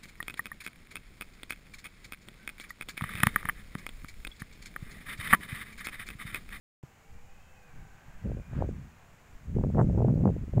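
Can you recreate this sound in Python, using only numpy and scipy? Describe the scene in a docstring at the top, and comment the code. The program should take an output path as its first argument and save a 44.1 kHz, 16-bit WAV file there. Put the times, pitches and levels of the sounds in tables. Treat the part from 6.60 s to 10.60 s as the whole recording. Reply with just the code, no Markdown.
"""Wind buffets a hand-held microphone on an open village plot: light puffs, a short gust, a long strong one.
Turbulent pressure fluctuations make each gust a low rumble, with a flutter of eddies that sharpens
as it blows harder. Far off, a vehicle whines up and down over a faint outdoor hiss.
The sound opens abruptly with a soft bump."""
import sys
import numpy as np
from scipy import signal
from scipy.fft import rfft, irfft
from scipy.io import wavfile
from scipy.ndimage import uniform_filter1d

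SR = 44100
rng = np.random.default_rng(int(sys.argv[2]) if len(sys.argv) > 2 else 0)


def unload_audio(sound):
    """Save the sound as a 16-bit wav file, at the path given as the first command line argument."""
    columns = np.transpose(np.atleast_2d(sound))
    # keep every value between -1 and 1, then stretch to whole-number steps
    steps = np.round(np.clip(columns, -1, 1) * 32767)
    wavfile.write(sys.argv[1], SR, steps.astype(np.int16))


N = 176400

# Noise spectra: f/Hz, relative level/dB
OUTDOOR_SPECTRUM = [(20, -3), (70, 1), (170, 0), (290, -10.5), (450, -11), (800, -8.5), (1200, -10.5),
                    (1600, -11), (2000, -12.5), (2500, -14), (3200, -22.5), (4500, -33), (9000, -55.5)]
HISS_SPECTRUM = [(1000, -8.5), (5000, -5), (6000, -3.5), (6950, 1.5), (8000, -5), (9500, -11),
                 (15500, -9.5)]
PUFF_SPECTRUM = [(6, 19), (28, 6.5), (60, 2), (160, -7), (300, -20), (1000, -52)]
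SWAY_SPECTRUM = [(12, -15.5), (40, 4.5), (70, 5.5), (135, 1), (210, -3.5), (350, -21.5), (600, -40),
                 (1200, -89.5)]
BUFFET_SPECTRUM = [(15, -33), (45, -33), (75, -9), (140, 0.5), (220, -9), (350, -23.5), (600, -42),
                   (1200, -89.5)]
FLUTTER_SPECTRUM = [(100, -21), (260, -2.5), (560, 5), (800, -13.5), (1100, -32.5), (3000, -89)]
CRACKLE_SPECTRUM = [(400, -12.5), (800, 7.5), (1300, -4), (1900, -12), (3000, -49.5)]
# Murmur of the distant village and traffic: t/s, level/dB
OUTDOOR_LEVEL = [(.23, -60.5), (.8, -62), (1.5, -57.5), (1.95, -59.5), (2.4, -58.5), (3.6, -61),
                 (3.9, -58.5)]
# Modes of the opening bump: f/Hz, initial level/dB, decay time/s
BUMP_MODES = [(135, -32.5, 0.0069), (305, -36.5, 0.0018)]
# Fundamental of the vehicle's whine: t/s, f/Hz, level/dB
WHINE = [(.25, 436, -88), (.45, 449.6, -72), (.65, 486, -71.5), (.85, 522.6, -79), (.97, 511.3, -71),
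         (1.17, 452.4, -69.5), (1.3, 427, -77), (1.45, 410, -100)]
# Its upper partials: harmonic number, level/dB
WHINE_PARTIALS = [(4, -76.5), (5, -70.5), (6, -79.5)]
# Narrow hums of far traffic: t/s, half length/s, f/Hz, bandwidth/Hz, level/dB
TRAFFIC_HUMS = [(.9, .6, 790, 90, -70.5), (1.5, .5, 1570, 170, -67), (1.87, .15, 2420, 90, -71)]
# Light puffs of air: t/s, half length/s, relative level/dB
PUFFS = [(0.538, 0.025, -49.5), (0.662, 0.11, -51.5), (0.968, 0.1, -58.5), (1.187, 0.042, -47),
         (1.325, 0.034, -55.5), (1.484, 0.018, -48.5), (1.569, 0.021, -46.5), (2.513, 0.11, -62.5),
         (2.749, 0.024, -49)]
# Envelopes of the gusts: t/s, relative level/dB
SHORT_GUST = [(1.615, -54), (1.654, -31.5), (1.812, -39.5), (1.836, -59), (1.945, -35), (1.992, -29.5),
              (2.12, -37.5), (2.268, -48.5)]
LONG_GUST = [(2.8, -61), (2.892, -35.5), (2.936, -35), (2.962, -25), (3.125, -30.5), (3.204, -21),
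             (3.32, -27), (3.505, -22.5), (3.588, -28), (3.672, -21), (3.742, -34), (3.806, -37.5),
             (3.832, -33.5), (3.902, -38.5), (3.978, -19), (4.0, -24.5)]
# Brief lulls in the long gust: t/s, level change/dB
LULLS = [(2.856, -5), (2.935, -3), (3.024, -7), (3.117, -5.5), (3.258, -5.5), (3.324, -1), (3.862, -12.5),
         (3.914, -20), (3.954, -8)]
# Flaps of turbulence in the gusts: t/s, half length/s, relative level/dB
FLAPS = [(1.673, 0.015, -48.5), (1.786, 0.013, -47.5), (2.022, 0.023, -42.5), (3.038, 0.003, -38),
         (3.148, 0.0026, -37.5), (3.198, 0.017, -30), (3.385, 0.018, -41.5), (3.486, 0.013, -42),
         (3.59, 0.029, -46.5), (3.674, 0.0086, -38)]
# Sharpest single eddies: t/s, relative level/dB, centre f/Hz
EDDIES = [(1.699, -31, 356), (1.718, -27.5, 388), (1.934, -36, 500), (2.0238, -16.5, 528),
          (2.0913, -24.5, 320), (2.968, -19.5, 292), (2.9865, -26.5, 493), (3.013, -31, 462),
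          (3.0477, -22, 384), (3.070, -28.5, 340), (3.102, -29, 396), (3.1562, -25, 428), (3.174, -28, 650),
          (3.1831, -17, 575), (3.1966, -15, 566), (3.210, -28.5, 780), (3.2988, -24.5, 406),
          (3.3107, -25.5, 277), (3.349, -23.5, 332), (3.386, -27, 537), (3.4057, -18.5, 455),
          (3.419, -26, 540), (3.4237, -19, 465), (3.4482, -13.5, 403), (3.4846, -20, 508),
          (3.541, -21, 300), (3.640, -26.5, 468), (3.656, -15, 590), (3.6705, -20.5, 400),
          (3.6911, -21, 460), (3.7029, -22, 338), (3.7655, -26.5, 328), (3.840, -34, 253),
          (3.883, -37.5, 277), (3.937, -27, 372), (3.981, -19, 450)]
# Air rushing past the case: t/s, half length/s, level/dB, centre f/Hz
RUSHES = [(1.98, 0.047, -54.5, 1100), (2.09, 0.02, -74, 7000), (3.225, 0.013, -67.5, 7330),
          (3.33, 0.073, -77.5, 6000)]


def undb(db):
    """Amplitude ratio of a level in dB."""
    return 10 ** (np.asarray(db) / 20)


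def unit(x):
    """Normalisation to rms 1."""
    return x / np.sqrt(np.mean(x ** 2) + 1e-30)


def curve(table, column=1):
    """Linear interpolation of one column in time."""
    rows = np.array(table, float)
    return np.interp(np.arange(N) / SR, rows[:, 0], rows[:, column])


def colour(x, spectrum):
    """Spectral shaping, interpolated in log frequency; the result has rms 1."""
    hz, db = np.array(spectrum, float).T
    f = np.maximum(np.arange(N // 2 + 1) * SR / N, 1)
    gain = undb(np.interp(np.log(f), np.log(hz), db))
    return unit(irfft(rfft(x) * gain, N))


def band(hz, width_hz):
    """Resonance: white noise confined to one peak."""
    f = np.arange(N // 2 + 1) * SR / N
    noise_spectrum = rfft(rng.standard_normal(N))
    return unit(irfft(noise_spectrum / (1 + ((f - hz) / width_hz * 2) ** 2), N))


def swell(at, half_s):
    """Gaussian envelope; its half length is one standard deviation."""
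    return np.exp(-.5 * ((np.arange(N) / SR - at) / half_s) ** 2)


def smooth(x, samples):
    """Low-pass filtering by two moving averages."""
    return uniform_filter1d(uniform_filter1d(x, samples), samples)


def even(x, span_s):
    """Division by the running rms evens out slow swings and keeps the fine grain."""
    power = smooth(x ** 2, max(int(span_s * SR), 8))
    return x / np.sqrt(np.abs(power) + 1e-4)


def drift(rate_hz):
    """Slow random modulation of rms 1."""
    hold = int(SR / rate_hz)
    steps = np.repeat(rng.standard_normal(N // hold + 1), hold)
    return unit(smooth(steps, hold)[:N])


def background():
    """Broadband noise: the wavering murmur of the distant village and a steady fine hiss."""
    murmur = colour(rng.standard_normal(N), OUTDOOR_SPECTRUM) * undb(curve(OUTDOOR_LEVEL) + .5 * drift(18))
    hiss = undb(-70) * colour(rng.standard_normal(N), HISS_SPECTRUM)
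    return murmur + hiss


def bump(at_s=.236):
    """Damped oscillation: a low knock dies within a few cycles."""
    t = np.maximum(np.arange(N) / SR - at_s, 0)
    return sum(undb(db) * np.exp(-t / decay) * np.sin(2 * np.pi * hz * t) for hz, db, decay in BUMP_MODES)


def vehicle(waver=.006, fading_db=1.2, scatter_hz=222.4):
    """Random modulation: moving air blurs the upper partials of a far whine that rises and falls."""
    pitch_hz = curve(WHINE) * (1 + waver * drift(110))
    phase = 2 * np.pi * np.cumsum(pitch_hz) / SR
    level_db = curve(WHINE, column=2) + fading_db * drift(19)
    fundamental = np.sqrt(2) * np.sin(phase) * undb(level_db)
    upper = sum(undb(db) * (drift(scatter_hz) * np.sin(k * phase) + drift(scatter_hz) * np.cos(k * phase))
                for k, db in WHINE_PARTIALS)
    return fundamental + upper * swell(at=.81, half_s=.36)  # brightest at the top of the rise


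def traffic():
    """Narrow-band noise: hums of far traffic swell and fade."""
    return sum(undb(db) * swell(at, half) * band(hz, width) for at, half, hz, width, db in TRAFFIC_HUMS)


def puffs(gain_db=4.5):
    """Low-frequency pressure fluctuation: light air brushes the microphone with a push and a rumble."""
    pressure = even(colour(rng.standard_normal(N), PUFF_SPECTRUM), span_s=.05)
    return pressure * sum(undb(db + gain_db) * swell(at, half) for at, half, db in PUFFS)


def gust_level(edge_db_per_s=241):
    """Envelope of the gusts in dB: exponential rise and decay at the ends, dips in the lulls."""
    t = np.arange(N) / SR
    levels = []
    for gust in (SHORT_GUST, LONG_GUST):
        outside_s = np.abs(t - np.clip(t, gust[0][0], gust[-1][0]))
        levels.append(curve(gust) - edge_db_per_s * outside_s)
    return np.max(levels, axis=0) + sum(db * swell(at, half_s=.007) for at, db in LULLS)


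def gusts(kicks_per_s=380, spread_db=4, buffet_db=-26, transition_db=2.5, gain_db=1.5):
    """Turbulence as shot noise: random pressure kicks make rumble, flutter and a dull crackle."""
    kicks = (rng.random(N) < kicks_per_s / SR) * rng.choice([-1, 1], N)
    kicks = kicks * undb(spread_db * rng.standard_normal(N))
    level_db = gust_level()
    buffet_share = .5 + .5 * np.tanh((level_db - buffet_db) / transition_db)
    sway = (1 - buffet_share) * colour(kicks, SWAY_SPECTRUM)
    buffet = buffet_share * colour(kicks, BUFFET_SPECTRUM)
    rumble = even(sway + buffet, span_s=.016) * undb(level_db)
    between_flaps = undb(-50.5 + 1.78 * (level_db - buffet_db))  # grows 1.78 dB per dB of gust
    flaps = sum(undb(db) * swell(at, half) for at, half, db in FLAPS)
    turbulence = np.hypot(between_flaps, flaps)
    flutter = even(colour(kicks, FLUTTER_SPECTRUM), span_s=.033) * turbulence
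    crackle_gain = undb(-36.5) * (turbulence / undb(-33.5)) ** 2.07  # heard in the hardest flaps
    crackle = even(colour(kicks, CRACKLE_SPECTRUM), span_s=.055) * crackle_gain
    return (rumble + flutter) * undb(gain_db) + crackle


def eddies(gain_db=-.5, core_ratio=1.78, core_db=-20.5):
    """Convection: each eddy crossing the microphone port gives a pressure peak between two troughs."""
    def pulse(u):
        return (1 - 2 * u ** 2) * np.exp(-u ** 2)

    t, pressure = np.arange(N) / SR, np.zeros(N)
    for at, db, hz in EDDIES:
        u = np.pi * hz * (t - at)
        core = undb(core_db) * pulse(u * core_ratio)  # a tighter, weaker core sharpens the peak
        pressure += undb(db + gain_db) * (pulse(u) + core)
    return pressure


def rushes(width_hz=1800):
    """Flow noise: air rushing past the case hisses briefly during the gusts."""
    return sum(undb(db) * swell(at, half) * band(hz, width_hz) for at, half, db, hz in RUSHES)


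def scene():
    """Superposition of the distant village and the wind at the microphone, in one channel."""
    return (background() + bump() + vehicle() + traffic() + puffs() + gusts() + eddies() + rushes())[None]


def record(dry, opens_s=.229, ceiling=.42, cutoff_hz=15720):
    """Saturation and band limiting: the microphone opens abruptly, rounds peaks and cuts the top."""
    live = np.arange(N) / SR >= opens_s
    rounded = ceiling * np.tanh(dry / ceiling)
    low_pass = signal.ellip(12, .1, 90, cutoff_hz, fs=SR, output="sos")
    return signal.sosfilt(low_pass, rounded * live)


dry = scene()
out = record(dry)
unload_audio(out)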